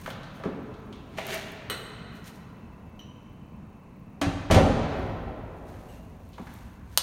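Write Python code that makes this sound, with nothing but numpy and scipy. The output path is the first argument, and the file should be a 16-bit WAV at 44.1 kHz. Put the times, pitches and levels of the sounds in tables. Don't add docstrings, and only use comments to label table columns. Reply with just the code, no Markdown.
import sys
import numpy as np
from scipy import signal
from scipy.fft import irfft
from scipy.io import wavfile
from scipy.ndimage import uniform_filter1d

SR = 44100
rng = np.random.default_rng(int(sys.argv[2]) if len(sys.argv) > 2 else 0)


def how_loud(loudness_db):
    steps = np.asarray(loudness_db, float) / 20
    return 10 ** steps


def inscribe(sig):
    pcm = np.round(np.clip(np.atleast_2d(sig).T, -1, 1) * 32767)
    wavfile.write(sys.argv[1], SR, pcm.astype(np.int16))


N = 309582


def evened(x):
    return x / np.sqrt(np.mean(x ** 2) + 1e-20)


def read(points, hz):
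    f, value = np.transpose(points)
    return np.interp(np.log(hz + 1), np.log(f + 1), value)


def curve(rows):
    s, db = np.transpose(rows)
    return how_loud(np.interp(np.arange(N) / SR, s, db, left=-200, right=-200))


def add(mix, s, sound):
    part = mix[round(s * SR):][:len(sound)]
    part += sound[:len(part)]


def colour(x, spectrum, size=4096):
    log_gain = np.log(how_loud(read(spectrum, abs(np.fft.fftfreq(size, 1 / SR)))))
    response = np.fft.ifft(np.exp(np.conj(signal.hilbert(log_gain)))).real[:size // 2]
    return signal.oaconvolve(x, response)[:len(x)]


def resonate(x, hz, width):
    pole = np.exp((2j * np.pi * hz - np.pi * width) / SR)
    return 2 * signal.lfilter([1 - abs(pole)], [1, -pole], x).real


def ring(modes, seconds, rise_turns):
    t = np.arange(round(seconds * SR)) / SR
    out = np.zeros(len(t))
    for hz, db, t60 in modes:
        onset = 1 - np.exp(-t * hz / rise_turns)
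        out += how_loud(db - 60 * t / t60) * onset * np.sin(2 * np.pi * hz * t)
    return out / abs(out).max()


def puff(t60, size=4096):
    spread_s = t60 / np.log(1000)
    region = max(round(.4 * size / SR / spread_s), 1)
    a, b = evened(uniform_filter1d(rng.standard_normal((size // 2 + 1, 2)), region, 0)).T
    delay_s = spread_s * (a ** 2 + b ** 2) / 2
    phase = 2 * np.pi * np.cumsum(delay_s) * SR / size
    return irfft(np.exp(-1j * phase))[:size // 2]


def room(x, decays, seconds, build_ms):
    n = round(seconds * SR)
    hz, t, z = signal.stft(rng.standard_normal(n), SR, nperseg=512)
    decay = how_loud(-60 * t / read(decays, hz)[:, None])
    tail = signal.istft(z * decay, SR, nperseg=512)[1][:n]
    tail *= 1 - np.exp(-np.arange(len(tail)) / SR * 1000 / build_ms)
    return signal.oaconvolve(x, tail / np.linalg.norm(tail))[:N]


def strokes(rows, tail_db=-200):
    tail_db_per_s = 70
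    t, out = np.arange(N) / SR, np.zeros(N)
    for s, db, rise, fall in rows:
        late = t - s
        out += how_loud(db - 20 * np.where(late < 0, -late / rise, late / fall))
        out += (late > 0) * how_loud(db + tail_db - tail_db_per_s * abs(late))
    return out


def hum():
    # f/Hz, relative level/dB per Hz
    hum_colour = [(13, -68), (22, -9.5), (97, -3), (229, -3.5), (263, -10), (302, -11), (356, -18),
                  (387, -17.5), (988, -23.5), (1810, -35), (2590, -33.5), (3150, -45.5), (16000, -52.5)]
    # f/Hz, width/Hz, level/dB before the slow fade
    hum_bands = [(2650, 19, -77), (1018, 160, -65.5)]
    # t/s, level/dB
    fade = [(0.0, 3.5), (7.02, -3.5)]
    wash_db = -46.5
    frames, hz = N // 512 + 5, np.fft.rfftfreq(2048, 1 / SR)
    a, b, patches = rng.standard_normal((frames, 1025, 3)).T
    patches = uniform_filter1d(patches, 12, 0)
    patches = evened(uniform_filter1d(patches, 8, 1))
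    z = (a + 1j * b) * how_loud(read(hum_colour, hz)[:, None] + patches)
    wash = how_loud(wash_db) * evened(signal.istft(z, nperseg=2048, noverlap=1536)[1][:N])
    white = rng.standard_normal(N)
    bands = sum(how_loud(db) * evened(resonate(resonate(white, f, w), f, w)) for f, w, db in hum_bands)
    return (wash + bands) * curve(fade)


def treble_flicker():
    tick_hz, width_hz, ticks_per_s = 15500, 1500, 30
    tick_db, spread_db = -74, 3
    turns = np.arange(N) * ticks_per_s / SR + .2
    levels = how_loud(spread_db * rng.standard_normal(N))
    gate = (turns % 1 < .3) * levels[turns.astype(int)]
    band = resonate(resonate(rng.standard_normal(N), tick_hz, width_hz), tick_hz, width_hz)
    return how_loud(tick_db) * gate * evened(band)


def rumble():
    # t/s, level/dB
    growth = [(0, -83), (4, -69), (6.5, -46.5), (7.02, -46.5)]
    return curve(growth) * evened(resonate(resonate(rng.standard_normal(N), 62, 43), 62, 43))


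def rustle():
    # peak t/s, level/dB, rise/s and fall/s for 20 dB each
    motions = [(.108, -51.5, 0.56, 0.032), (.355, -61.5, .03, 0.077), (1.265, -53, 0.012, 0.16),
               (1.34, -41.5, 0.064, 0.035), (2.154, -58, 0.049, 0.079), (2.274, -47, 0.032, 0.034),
               (2.357, -64, .03, .04), (4.988, -65, 0.3, 0.37), (5.686, -66, 0.024, 0.075),
               (5.79, -67.5, 0.8, 0.27), (5.93, -64.5, 0.24, 0.25), (6.55, -59.5, 0.59, 0.42),
               (6.93, -61, 0.082, 0.4)]
    # f/Hz, relative level/dB per Hz
    cloth = [(880, -68), (1500, 1.5), (3150, -4.5), (11000, -7), (13300, -8), (14800, -5), (16000, -11.5)]
    # t/s, peak level/dB
    crackles = [(0.014, -36), (.062, -34), (0.103, -34), (1.189, -36), (1.267, -18), (1.318, -34),
                (1.332, -37.5), (1.344, -19), (1.38, -42), (1.519, -33), (6.29, -44), (6.539, -35)]
    grains_per_s = 6000
    tail_db = -14.5
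    sizes = how_loud(np.minimum(rng.exponential(1, N), 4.5))
    grains = sizes * rng.standard_normal(N) * (rng.random(N) < grains_per_s / SR)
    out = evened(colour(grains, cloth)) * strokes(motions, tail_db)
    for s, db in crackles:
        crackle = np.diff(puff(0.0069), 2)
        add(out, s, how_loud(db) * crackle / abs(crackle).max())
    return out


def taps():
    # t/s, peak level/dB, centre f/Hz
    knocks = [(0.06, -27, 1410), (0.076, -25.5, 626), (.102, -35.5, 3210), (.231, -44, 3800),
              (.398, -35, 630), (.436, -32, 1187), (.437, -29.5, 483), (0.449, -25, 420), (.457, -21, 196),
              (.470, -25.5, 300), (.489, -29, 350.6), (0.739, -50, 3650), (0.926, -42, 3180),
              (1.175, -43, 3084), (1.184, -25, 650), (1.185, -27, 2340), (1.293, -35, 650),
              (2.242, -44.5, 5370), (5.739, -46, 1630), (6.331, -51, 3800), (6.339, -49, 2997),
              (6.38, -35, 884), (6.391, -30.5, 198), (6.469, -40, 1530)]
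    t60_s, damping = .026, 0.4025
    room_db, room_db_per_octave = -4, 2.5
    direct, send = np.zeros((2, N))
    for s, db, hz in knocks:
        burst = puff(t60_s * (1000 / hz) ** damping)
        tap = resonate(resonate(burst, hz, 0.34 * hz), hz, 4.0 * hz)
        tap *= how_loud(db) / abs(tap).max()
        add(direct, s, tap)
        add(send, s, how_loud(room_db + room_db_per_octave * np.log2(hz / 1000)) * tap)
    return direct, send


def scuff():
    # peak t/s, relative level/dB, rise/s and fall/s for 20 dB each
    drags = [(1.174, -41.5, 0.002, 0.054), (1.335, -36, 0.15, 0.17)]
    # f/Hz, width/Hz, relative level/dB
    sole = [(389, 24, 10.5), (650, 37, 11), (1750, 880, 13), (2170, 220, -2), (2700, 450, 4),
            (3800, 690, -5)]
    slips_per_s = 1500
    sizes = how_loud(3.1 * np.minimum(rng.exponential(1, N), 3.5))
    slips = sizes * rng.choice([-1., 1.], N) * (rng.random(N) < slips_per_s / SR)
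    body = sum(how_loud(db) * evened(resonate(slips, hz, width)) for hz, width, db in sole)
    return strokes(drags) * evened(body)


def clinks():
    # t/s, peak level/dB of the ring, which piece, strike level/dB against the ring
    hits = [(1.519, -65, "tiny", 0), (1.699, -21.5, "large", 1), (2.993, -43, "middle", -9),
            (5.891, -51.5, "small", -9), (5.925, -62, "small", 4), (6.015, -64, "tiny", -4)]
    pieces = {"large": [(450, -8, .02), (1480, 0, .006), (1933, 0, .006), (2550, -5, .007),
              (2945, -10, .016), (3700, -11, .01), (3980, -10, .016), (6300, -8, .003), (7400, -15, .007),
              (8285, -27, .2), (8220, -20, .05), (14090, -34, .2)], "middle": [(1850, -6, .008),
              (3030, 0, .028), (3779, -3, .006), (5890, -7, .022), (13850, -10, .02)],
              "tiny": [(14100, 0, .06)], "small": [(2800, 0, .02), (8000, -8, .025), (12200, -13, .03),
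              (13700, -10, .04)]}
    out = np.zeros(N)
    for s, db, piece, strike_db in hits:
        strike = np.diff(puff(0.0095), 2)
        add(out, s, how_loud(db) * ring(pieces[piece], .6, 0.69))
        add(out, s, how_loud(db + strike_db) * strike / abs(strike).max())
    return out


def door():
    # t/s, panel relative level/dB, crack relative level/dB, hardness/dB per octave,
    # contact (0 latch side touching, 1 full slam, 2 low thump as the leaf rebounds)
    blows = [(4.2125, -20, -44, 5.5, 0), (4.262, -18, -58, -1, 2), (4.284, -29, -62, 3, 0),
             (4.499, -11.5, -36.5, -2.5, 1), (4.509, -12.5, -40, 6.5, 1), (4.521, -8, -50, 6.5, 1),
             (4.543, -19, -42.5, 6, 1), (4.553, -14.5, -37.5, -2, 1), (4.557, -7, -38, -2, 2),
             (4.574, -13, -37, -2, 1)]
    # f/Hz, relative level/dB, t60/s
    panel_modes = [
        [(175.6, -10.5, 1), (285.6, 5, 0.32), (331, -2, 0.15), (90, -7, .5), (687, -13, 0.31)],
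        [(48, -7, 0.75), (61, 6.5, 0.22), (83.8, 9, 0.11), (100.5, -4, 0.72), (158.4, 8, 0.44), (196, 3, 0.17),
         (229, -0.5, 0.34), (313.4, -1.5, 0.18), (376, -16.5, 0.97), (482.6, -23.5, 0.29), (599, -7, 0.36),
         (677, -26, 0.21)],
        [(47.84, -16.5, 0.57), (88, -1.5, 0.13), (102.24, -5, 0.39), (162, -6.5, 0.24), (286.3, -13, 0.15)],
    ]
    # f/Hz, relative level/dB per Hz
    crack_colour = [(60, -44), (120, -13.5), (300, -13.5), (600, -11), (1000, -18), (2200, -29),
                    (5000, -42.5), (9000, -52.5), (16000, -67)]
    smear_s = .012
    panel_lag_s = 0.00487
    boom, cracks = np.zeros((2, N))
    panels = [ring(modes, 2.5, 0.19) for modes in panel_modes]
    for s, panel_db, crack_db, hardness, contact in blows:
        tilted = [(hz, db + hardness * np.log2(hz / 1000)) for hz, db in crack_colour]
        crack = colour(signal.oaconvolve(puff(0.0202), puff(smear_s)), tilted)
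        add(boom, s + panel_lag_s, how_loud(panel_db) * panels[contact])
        add(cracks, s, how_loud(crack_db) * evened(crack))
    return boom, cracks


def switch():
    # t/s, peak level/dB, burst t60/s
    snaps = [(6.9747, 2.5, 0.0047), (6.975, -4, .005), (6.98, -13, .016)]
    # f/Hz, relative level/dB per Hz
    rocker = [(120, -31), (200, -25), (860, 2), (2460, -9.5), (3020, 6), (3700, 1), (4620, 4), (8030, -0.5),
              (9140, 4), (10400, 0), (12300, 4.5), (15300, 0), (16500, -9.5)]
    out = np.zeros(N)
    for s, db, t60 in snaps:
        snap = colour(puff(t60), rocker)
        add(out, s, how_loud(db) * snap / abs(snap).max())
    return out


def scene():
    # f/Hz, t60/s
    near_decays = [(60, 0.33), (250, 0.9), (1000, 0.4), (4000, 0.33), (8000, 0.23), (16000, 0.066)]
    # f/Hz, t60/s
    far_decays = [(50, 4.46), (130, 1.7), (350, 3.1), (920, 3.19), (2430, 2.3), (6400, 1.2), (13000, 0.49)]
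    tap, tap_send = taps()
    drag, metal = scuff(), clinks()
    boom, crack = door()
    snap = switch()
    direct = rustle() + tap + how_loud(1.5) * drag + metal + boom + how_loud(5.5) * crack + snap
    near = tap_send + how_loud(-10.5) * drag + how_loud(4.0) * metal
    near += how_loud(-16.5) * boom + how_loud(6.5) * crack + how_loud(-9.5) * snap
    far = how_loud(-0.5) * tap_send + how_loud(-7.5) * drag + how_loud(-0.5) * metal
    far += how_loud(-10.5) * boom + how_loud(2.5) * crack
    echoes = room(near, near_decays, 1.2, 1.0) + room(far, far_decays, 3.0, 29.0)
    return (direct + echoes + hum() + treble_flicker() + rumble())[None]


def roll_off(x):
    return signal.sosfilt(signal.butter(12, 16860, fs=SR, output="sos"), x)


def record(dry):
    # f/Hz, level/dB
    microphone = [(20, -1), (4300, 2), (5000, -1.5), (6500, 2), (7800, -3.5), (9100, 0.5), (10500, -4.5),
                  (12500, -0.5), (15900, -6), (16400, -35), (17200, -58)]
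    cut = signal.sosfilt(signal.butter(2, 25, "highpass", fs=SR, output="sos"), dry[0])
    heard = colour(cut, microphone, size=1024)
    heard = heard / (1 + abs(heard / .97) ** 6) ** (1 / 6)
    return roll_off(heard[None])


dry = scene()
out = record(dry)
inscribe(out)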